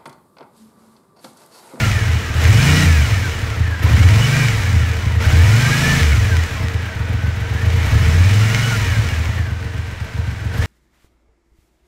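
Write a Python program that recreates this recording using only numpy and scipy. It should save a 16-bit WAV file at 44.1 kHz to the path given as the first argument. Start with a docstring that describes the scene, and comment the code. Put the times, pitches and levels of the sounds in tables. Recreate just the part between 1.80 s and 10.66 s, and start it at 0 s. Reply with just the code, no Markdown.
"""A twin-cylinder motorcycle engine idles in a garage and is blipped several times.
Two uneven firings a cycle thump through the exhaust and the garage, merging into a growl as the throttle
opens; rasping gas rings the panels, and a boom follows as it shuts. The valve gear clatters, gears whine
at multiples of the engine speed, and the intake hisses at each suction stroke. The small microphone is thin
in the bass; late on, the sound cuts to a second place with weaker clatter and exhaust and stronger hiss."""
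import sys
import numpy as np
from scipy import signal
from scipy.fft import rfft, irfft, next_fast_len
from scipy.io import wavfile
from scipy.ndimage import uniform_filter1d

SR = 44100
rng = np.random.default_rng(int(sys.argv[2]) if len(sys.argv) > 2 else 0)


def materialize(psi):
    """Save the field psi as 16-bit PCM at rate SR to the path in sys.argv[1].

    A 1-D psi becomes a single channel; in a 2-D psi each row is a channel.
    """
    bounded = np.clip(np.atleast_2d(psi).T, -1, 1)
    quanta = np.round(bounded * 32767).astype(np.int16)
    wavfile.write(sys.argv[1], SR, quanta)


N = 390726

# engine speed: time_s, rate_cycles_per_s (four-stroke cycles)
ENGINE_SPEED = [(0.0, 22.63), (0.25, 16.7), (0.52, 12.0), (0.6, 14.01), (0.9, 29.67), (1.0, 30.47),
                (1.2, 24.77), (1.4, 17.48), (1.55, 14.11), (1.8, 9.27), (1.95, 7.79), (2.02, 8.0),
                (2.15, 14.76), (2.4, 22.58), (2.6, 25.7), (2.8, 19.32), (3.05, 13.73), (3.38, 8.86),
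                (3.5, 14.79), (3.8, 23.97), (4.1, 27.7), (4.2, 27.21), (4.5, 17.0), (4.9, 8.5), (5.2, 7.15),
                (5.7, 7.53), (6.0, 10.3), (6.6, 21.32), (6.9, 23.25), (7.1, 17.93), (7.5, 9.8), (7.7, 7.34),
                (8.1, 7.55), (8.75, 7.4), (8.86, 9.01)]
# throttle blips: opens_s, rise_s, shuts_s, load (about 1 is full), held_share of that load, boom_db after shutting
THROTTLE_BLIPS = [(-.4, .05, 0.074, 0.76, .3, -28), (.53, 0.11, 1.038, 1., 0.24, -3.5),
                  (2.015, 0.012, 2.66, 1.01, 0.11, -27), (3.4, 0.0067, 4.19, .9, 0.42, -4.5),
                  (5.55, 0.54, 6.95, 0.6, 0.13, -22), (8.7, .06, 8.8, 0.8, .3, -60),
                  (8.805, 0.019, 10.7, 0.9, .3, -60)]
# firings out of line: time_s, length_s, level_db against the rest; weak ones are misfires
ODD_FIRINGS = [(0.458, 0.034, -14), (1.3, 0.014, -1), (1.7, 0.22, -4.5), (1.825, .03, 13),
               (1.953, 0.055, -13), (2.055, 0.032, 8.5), (2.18, 0.051, 4.5), (2.306, 0.11, 2.5),
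               (2.945, 0.057, 4), (3.163, 0.088, -6), (3.26, 0.032, 4), (3.53, 0.034, 7), (3.64, 0.024, 0),
               (4.498, 0.023, 3), (4.59, .03, 0), (4.666, 0.03, -23), (4.848, 0.15, -5.5),
               (5.085, 0.037, -24), (5.195, 0.028, 0), (5.94, 0.019, 4), (6.122, 0.045, 4.5),
               (6.29, 0.12, 10), (7.195, 0.035, 6.5), (7.44, 0.14, -2.5), (8.13, .03, -3),
               (8.274, 0.053, -16), (8.38, .05, 2.5)]
# balance of the two cylinders: thump_db, hiss_db
CYLINDERS = [(-2.5, -2.0), (0, 0)]

# level laws: idle_db, per_speed_doubling_db, full_load_db, second_place_db
FIRING_LAW = (-15.5, 3, 10, -3)
RASP_LAW = (-31, 2.5, 7, -3.5)
CLATTER_LAW = (-34.5, 4.5, 5.5, -4)
INTAKE_LAW = (-58.5, 14, 7.5, 9)
IDLE_JET_LAW = (-58, 1, 14, -5)

# spectrum of the throttle hiss: frequency_hz, density_db
HISS_SPECTRUM = [(2000, 15), (5000, 13.5), (8000, 9), (9800, 5.5), (10500, -7), (11200, 4), (13000, -4),
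                 (16000, -7)]
# spectrum of the small jet: frequency_hz, density_db
JET_SPECTRUM = [(3000, -25), (6000, -10), (9800, 1), (10500, -8), (11200, 6), (16000, -3)]
# knocks heard through the casing: frequency_hz, level_db
CASING_SPECTRUM = [(530, -20), (900, -30), (1270, -1.5), (1580, 1), (1930, 4), (2070, 1.5), (2250, 0),
                   (2930, -3), (4660, -8.5), (5180, -8.5), (6980, -11.5), (10500, -22.5), (15500, -24.5)]
# casing modes rung by the knocks: frequency_hz, width_hz, level_db
CASING_MODES = [(1290, 31, -33.5), (1574, 13, -51), (1797, 59, -33), (1906, 3.3, -21), (2240, 40, -14),
                (2413, 12, -17.5), (2936, 28, -19.5), (3950, 31, -26), (5270, 26, -24), (5850, 70, -26),
                (6310, 57, -28), (7200, 67, -28)]
# gear and chain whines: multiple of the cycle rate, level_db against the clatter, rise_db per speed doubling
GEAR_WHINES = [(48, -17, 5), (64, -19, 7), (96, -7, 0), (128, -9, 0), (206, -4, -6)]
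# casing colour on the whines: frequency_hz, level_db
WHINE_CASING = [(700, -30), (960, -5.5), (1150, -7.5), (1400, -2), (1550, -0.7), (1750, 3), (2050, -1.5),
                (2400, 0.1), (2650, -10), (2950, 3), (3300, -15)]
# spectrum of the exhaust gas: frequency_hz, density_db
RASP_SPECTRUM = [(15, -21), (35, 15), (70, -8), (200, -1.5), (350, -9), (500, -11), (950, -10.5),
                 (1400, -14), (3000, -68)]
# panels set ringing by the rasp: frequency_hz, width_hz, level_db
PANEL_MODES = [(458.3, 8.8, -14), (531, 25, -30.5), (644, 10, -22), (298, 1.9, -28)]
# exhaust and garage modes: frequency_hz, width_hz, level_db
PIPE_MODES = [(44.4, 37, -11), (82.4, 7.44, -2), (95.04, 34, 4.9), (104.9, 17.9, -6.5), (137.4, 30.3, -12),
              (173, 29, -29), (233, 65, -9)]
# wall echoes of the thump: delay_s, level_db
WALL_ECHOES = [(.047, -12), (.09, -17)]
# growl of even firing: multiple of the cycle rate, level_db; 270 degree spacing weakens 4, 7, 9 and 12
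GROWL_ORDERS = [(2, -12), (3, -8.5), (4, -15.5), (5, 1.84), (6, -4), (7, -19), (8, -17.5), (9, -16),
                (10, -16.5), (11, -25), (12, -47), (13, -28.5)]
# pipe colour on the growl: frequency_hz, level_db
GROWL_PIPE = [(40, -5), (70, -5.5), (85, 3), (105, 3), (130, -1), (170, -1.5), (250, -1.5), (400, 1)]

IDLE_RATE = 7.3  # cycles per s
FIRST, GAP = 0.06, 3 / 8  # first stroke and 270 crank degrees to the second, as shares of the cycle
SECOND_PLACE_S, CUT_FADE_S = 7.58, 0.17  # the sound cuts over to a second microphone place
SAG_S, SHUT_S = 0.31, 0.098  # the load sags to its held share as the revs catch up; time to shut
FILL_S = 0.039  # the charge reaches the cylinders this long after the throttle moves
# share of the firing that repeats evenly: at idle, per speed doubling, throttle open, under load
EVEN_AT_IDLE, EVEN_PER_DOUBLING, EVEN_OPEN, EVEN_LOAD = 0.13, 0.22, 0.54, -0.49
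BOOM_RISE_S, BOOM_HOLD_S, BOOM_S = 0.019, 0.11, 0.05  # rise, hold and decay after the throttle shuts
BOOM_MULTIPLE, BOOM_HZ, BOOM_WIDTH_HZ = 3, 80, 33  # multiple of the cycle rate, and its pipe mode
EDGE_HZ = 15740  # upper limit of the microphone


def gain_of(db):
    """Amplitude factor of a level in dB."""
    return 10 ** (np.asarray(db) / 20)


def evened(x):
    """Scales x to rms 1."""
    return x / np.sqrt(np.mean(x ** 2) + 1e-20)


def curve(rows):
    """Second column of a table against time, joined by straight lines at every sample."""
    time_s, value = np.transpose(rows)
    return np.interp(np.arange(N) / SR, time_s, value)


def read(points, hz):
    """A spectrum read on a log-frequency axis."""
    f, value = np.transpose(points)
    return np.interp(np.log(hz + 1), np.log(f + 1), value)


def coloured(x, points):
    """Filters x by a spectrum, to rms 1."""
    size = next_fast_len(N)
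    gain = gain_of(read(points, np.fft.rfftfreq(size, 1 / SR)))
    return evened(irfft(rfft(x, size) * gain, size)[:N])


def high_pass(x, hz):
    """Second-order cut of everything below hz."""
    return signal.sosfilt(signal.butter(2, hz, "high", fs=SR, output="sos"), x)


def resonate(x, hz, width):
    """Shifts the curve hz down to zero, smooths, and shifts back: a resonance of gain 1."""
    turn = np.exp(2j * np.pi * np.cumsum(hz * np.ones(len(x))) / SR)
    r = np.exp(-np.pi * width / SR)
    return 2 * (turn * signal.lfilter([1 - r], [1, -r], x / turn)).real


def ringing(x, modes):
    """Sum of resonances driven by x, each at its own level."""
    return sum(gain_of(db) * evened(resonate(x, hz, width)) for hz, width, db in modes)


def wander(seconds):
    """Slow chance of rms 1."""
    size = max(round(seconds * SR), 2)
    once = uniform_filter1d(rng.standard_normal(N), size)
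    return evened(uniform_filter1d(once, size))


def ramp(start, seconds):
    """Rises from 0 to 1 in a straight line."""
    return np.clip((np.arange(N) / SR - start) / seconds, 0, 1)


def strokes(cycles, place, width):
    """A puff once a cycle that rises around place and dies away, width as a share of the cycle."""
    since = (cycles - place + width) % 1 / width
    return since * np.exp(1 - since)


def places(rate, squeeze=0.068):
    """Where each cylinder acts; at idle the first firing kicks the crank on, so the second comes early."""
    return FIRST + 0 * rate, FIRST + GAP - squeeze * (rate.min() / rate) ** 2


def throttle():
    """How far the throttle stands open, how hard the engine pulls, and the size of the boom after shutting."""
    t, opening, load, boom = np.arange(N) / SR, 0, 0, 0
    for opens, rise, shuts, strength, held, boom_db in THROTTLE_BLIPS:
        window = ramp(opens, rise) * (1 - ramp(shuts, SHUT_S))
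        sag = np.exp(-np.maximum(t - opens - rise, 0) / SAG_S)
        opening = opening + window
        load = load + strength * window * (held + (1 - held) * sag)
        since_hold = np.maximum(t - shuts - BOOM_RISE_S - BOOM_HOLD_S, 0)
        boom = boom + gain_of(boom_db) * ramp(shuts, BOOM_RISE_S) * np.exp(-since_hold / BOOM_S)
    return opening, load, boom


def level_db(law, rate):
    """Level of a layer from speed, load and microphone place."""
    idle_db, doubling_db, load_db, second_place_db = law
    speed_db = doubling_db * np.log2(rate / IDLE_RATE)
    place_db = second_place_db * ramp(SECOND_PLACE_S, CUT_FADE_S)
    return idle_db + speed_db + load_db * throttle()[1] + place_db


def air_through(cycles, rate, law, spectrum, steady, width):
    """Noise gulped at each suction stroke over a steady share, its swings kept and its slow level evened."""
    gulps = steady
    for place, (_, hiss_db) in zip(places(rate), CYLINDERS):
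        gulps = gulps + gain_of(hiss_db) * strokes(cycles, place, width)
    gulps /= np.sqrt(uniform_filter1d(gulps ** 2, SR // 4))
    return gain_of(level_db(law, rate)) * coloured(gulps * rng.standard_normal(N), spectrum)


def intake(cycles, rate):
    """Air hisses past the throttle, gulps running together at speed; a small jet adds separate spits."""
    hiss = air_through(cycles, rate, INTAKE_LAW, HISS_SPECTRUM, rate / rate.min(), 0.022)
    jet = air_through(cycles, rate, IDLE_JET_LAW, JET_SPECTRUM, 0.13, 0.072)
    return hiss + jet


def gear_whines(rate):
    """Rough tones of gears and chain: narrow noise following multiples of the cycle rate."""
    whines = 0
    for multiple, db, rise_db in GEAR_WHINES:
        hz = multiple * rate
        tone = evened(resonate(rng.standard_normal(N), hz, 0.22 * multiple))
        whine_db = db + rise_db * np.log2(rate / rate.min()) + read(WHINE_CASING, hz) + 2.5 * wander(0.08)
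        whines = whines + gain_of(whine_db) * tone
    return whines


def clatter(cycles, rate, ticks_per_cycle=260, tick_db=3.5, throb=0.24):
    """Dense small knocks of valves, chain and pistons heard through the casing, with gear whines."""
    dense = rng.random(N) < ticks_per_cycle * rate / SR
    knocks = dense * rng.standard_normal(N) * gain_of(tick_db * rng.exponential(1, N)) / np.sqrt(rate)
    knocks = evened(knocks) + 2.3 * rng.standard_normal(N)  # the garage smears most knocks into a wash
    knocks *= 1 + throb * sum(strokes(cycles, place, 0.025) for place in places(rate))
    body = coloured(knocks, CASING_SPECTRUM)
    treble = high_pass(body, 2600)
    body -= 0.55 * (rate.min() / rate) ** 2 * treble  # slow knocks are soft and dull
    body += (rate / rate.mean()) ** 1.1 * ringing(knocks, CASING_MODES)
    return gain_of(level_db(CLATTER_LAW, rate)) * (body + gear_whines(rate))


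def rasp(cycles, rate, depth=0.23):
    """Turbulent gas leaves the pipe in puffs and rings the tank and side panels."""
    puffs = 1 + depth * sum(strokes(cycles, place + 0.03, 0.18) for place in places(rate))
    gas = puffs * rng.standard_normal(N)
    return gain_of(level_db(RASP_LAW, rate)) * (coloured(gas, RASP_SPECTRUM) + ringing(gas, PANEL_MODES))


def overrun(cycles, rate):
    """As the throttle shuts, one low multiple of the cycle rate booms in a low pipe mode."""
    tone = np.cos(2 * np.pi * BOOM_MULTIPLE * cycles)
    return resonate(throttle()[2] * tone, BOOM_HZ, BOOM_WIDTH_HZ)


def evenness(rate):
    """Firing repeats more evenly at speed with the throttle held, less while the engine pulls hard."""
    opening, load, _ = throttle()
    from_speed = EVEN_AT_IDLE + EVEN_PER_DOUBLING * np.log2(rate / IDLE_RATE)
    return np.clip(from_speed + EVEN_OPEN * opening + EVEN_LOAD * load, 0, 1)


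def firing_db(rate):
    """Firing strength: the level law, delayed by the filling of the cylinders, and the odd firings."""
    t, size = np.arange(N) / SR, round(FILL_S * SR)
    late = uniform_filter1d(level_db(FIRING_LAW, rate), 2 * size + 1, origin=size)  # past samples only
    return late + sum(db * np.exp(-((t - s) / length) ** 2) for s, length, db in ODD_FIRINGS)


def pipe_and_garage():
    """Answer of pipe and garage to one blow: decaying modes, then wall echoes, to unit energy."""
    t = np.arange(SR // 3) / SR
    modes = 0
    for hz, width, db in PIPE_MODES:
        decay = np.sqrt(width) * np.exp(-np.pi * width * t)
        modes = modes + gain_of(db) * decay * np.sin(2 * np.pi * hz * t)
    modes *= (1 - np.exp(-t / 0.0093)) ** 2  # the silencer softens the start
    room = np.zeros(SR // 8)
    room[0] = 1
    for delay, db in WALL_ECHOES:
        room[round(delay * SR)] = gain_of(db)
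    answer = high_pass(signal.fftconvolve(modes, room), 62)
    return answer / np.linalg.norm(answer)


def growl(cycles, rate, spread=0.8):
    """Even firing at speed: clean multiples of the cycle rate, dispersed by the pipe."""
    total = 0
    for k, db in GROWL_ORDERS:
        order_db = db + read(GROWL_PIPE, k * rate) + 2.1 * wander(0.13)
        total = total + gain_of(order_db) * np.cos(2 * np.pi * k * cycles + spread * k * k)
    return total


def exhaust(cycles, rate, lag_s=0.0039, scatter_db=1.8, scatter_s=0.0012):
    """One blow per firing, uneven in size and time, merging into a growl when the throttle opens."""
    blows, even = np.zeros(N + SR), evenness(rate)
    luck = rng.standard_normal((400, 2, 2))
    for k, (place, (thump_db, _)) in enumerate(zip(places(rate), CYLINDERS)):
        at = np.flatnonzero(np.diff(np.floor(cycles - place)) > 0)
        size, late = luck[:len(at), k].T
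        blows[at + np.round((lag_s + late * scatter_s) * SR).astype(int)] += gain_of(thump_db + scatter_db * size)
    strength = gain_of(firing_db(rate))
    uneven_blows = blows[:N] * strength * (1 - even) / np.sqrt(rate / SR)
    thumps = signal.oaconvolve(uneven_blows, pipe_and_garage())[:N]
    growl_strength = uniform_filter1d(strength * even, SR // 20)
    return gain_of(-1.5) * thumps + gain_of(-6.5) * growl_strength * growl(cycles, rate)


def scene():
    """Intake, casing, rasp, boom and exhaust, all on one crank."""
    rate = curve(ENGINE_SPEED)
    cycles = np.cumsum(rate) / SR
    return sum(part(cycles, rate) for part in (intake, clatter, rasp, overrun, exhaust))[None]


def record(dry):
    """Small microphone thin in the deep bass, soft overload, band limit."""
    soft = np.tanh(high_pass(dry, 55))
    band_limit = signal.firwin(2047, EDGE_HZ, window=("kaiser", 9), fs=SR)
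    return signal.oaconvolve(soft, band_limit[None], "same")


dry = scene()
out = record(dry)
materialize(out)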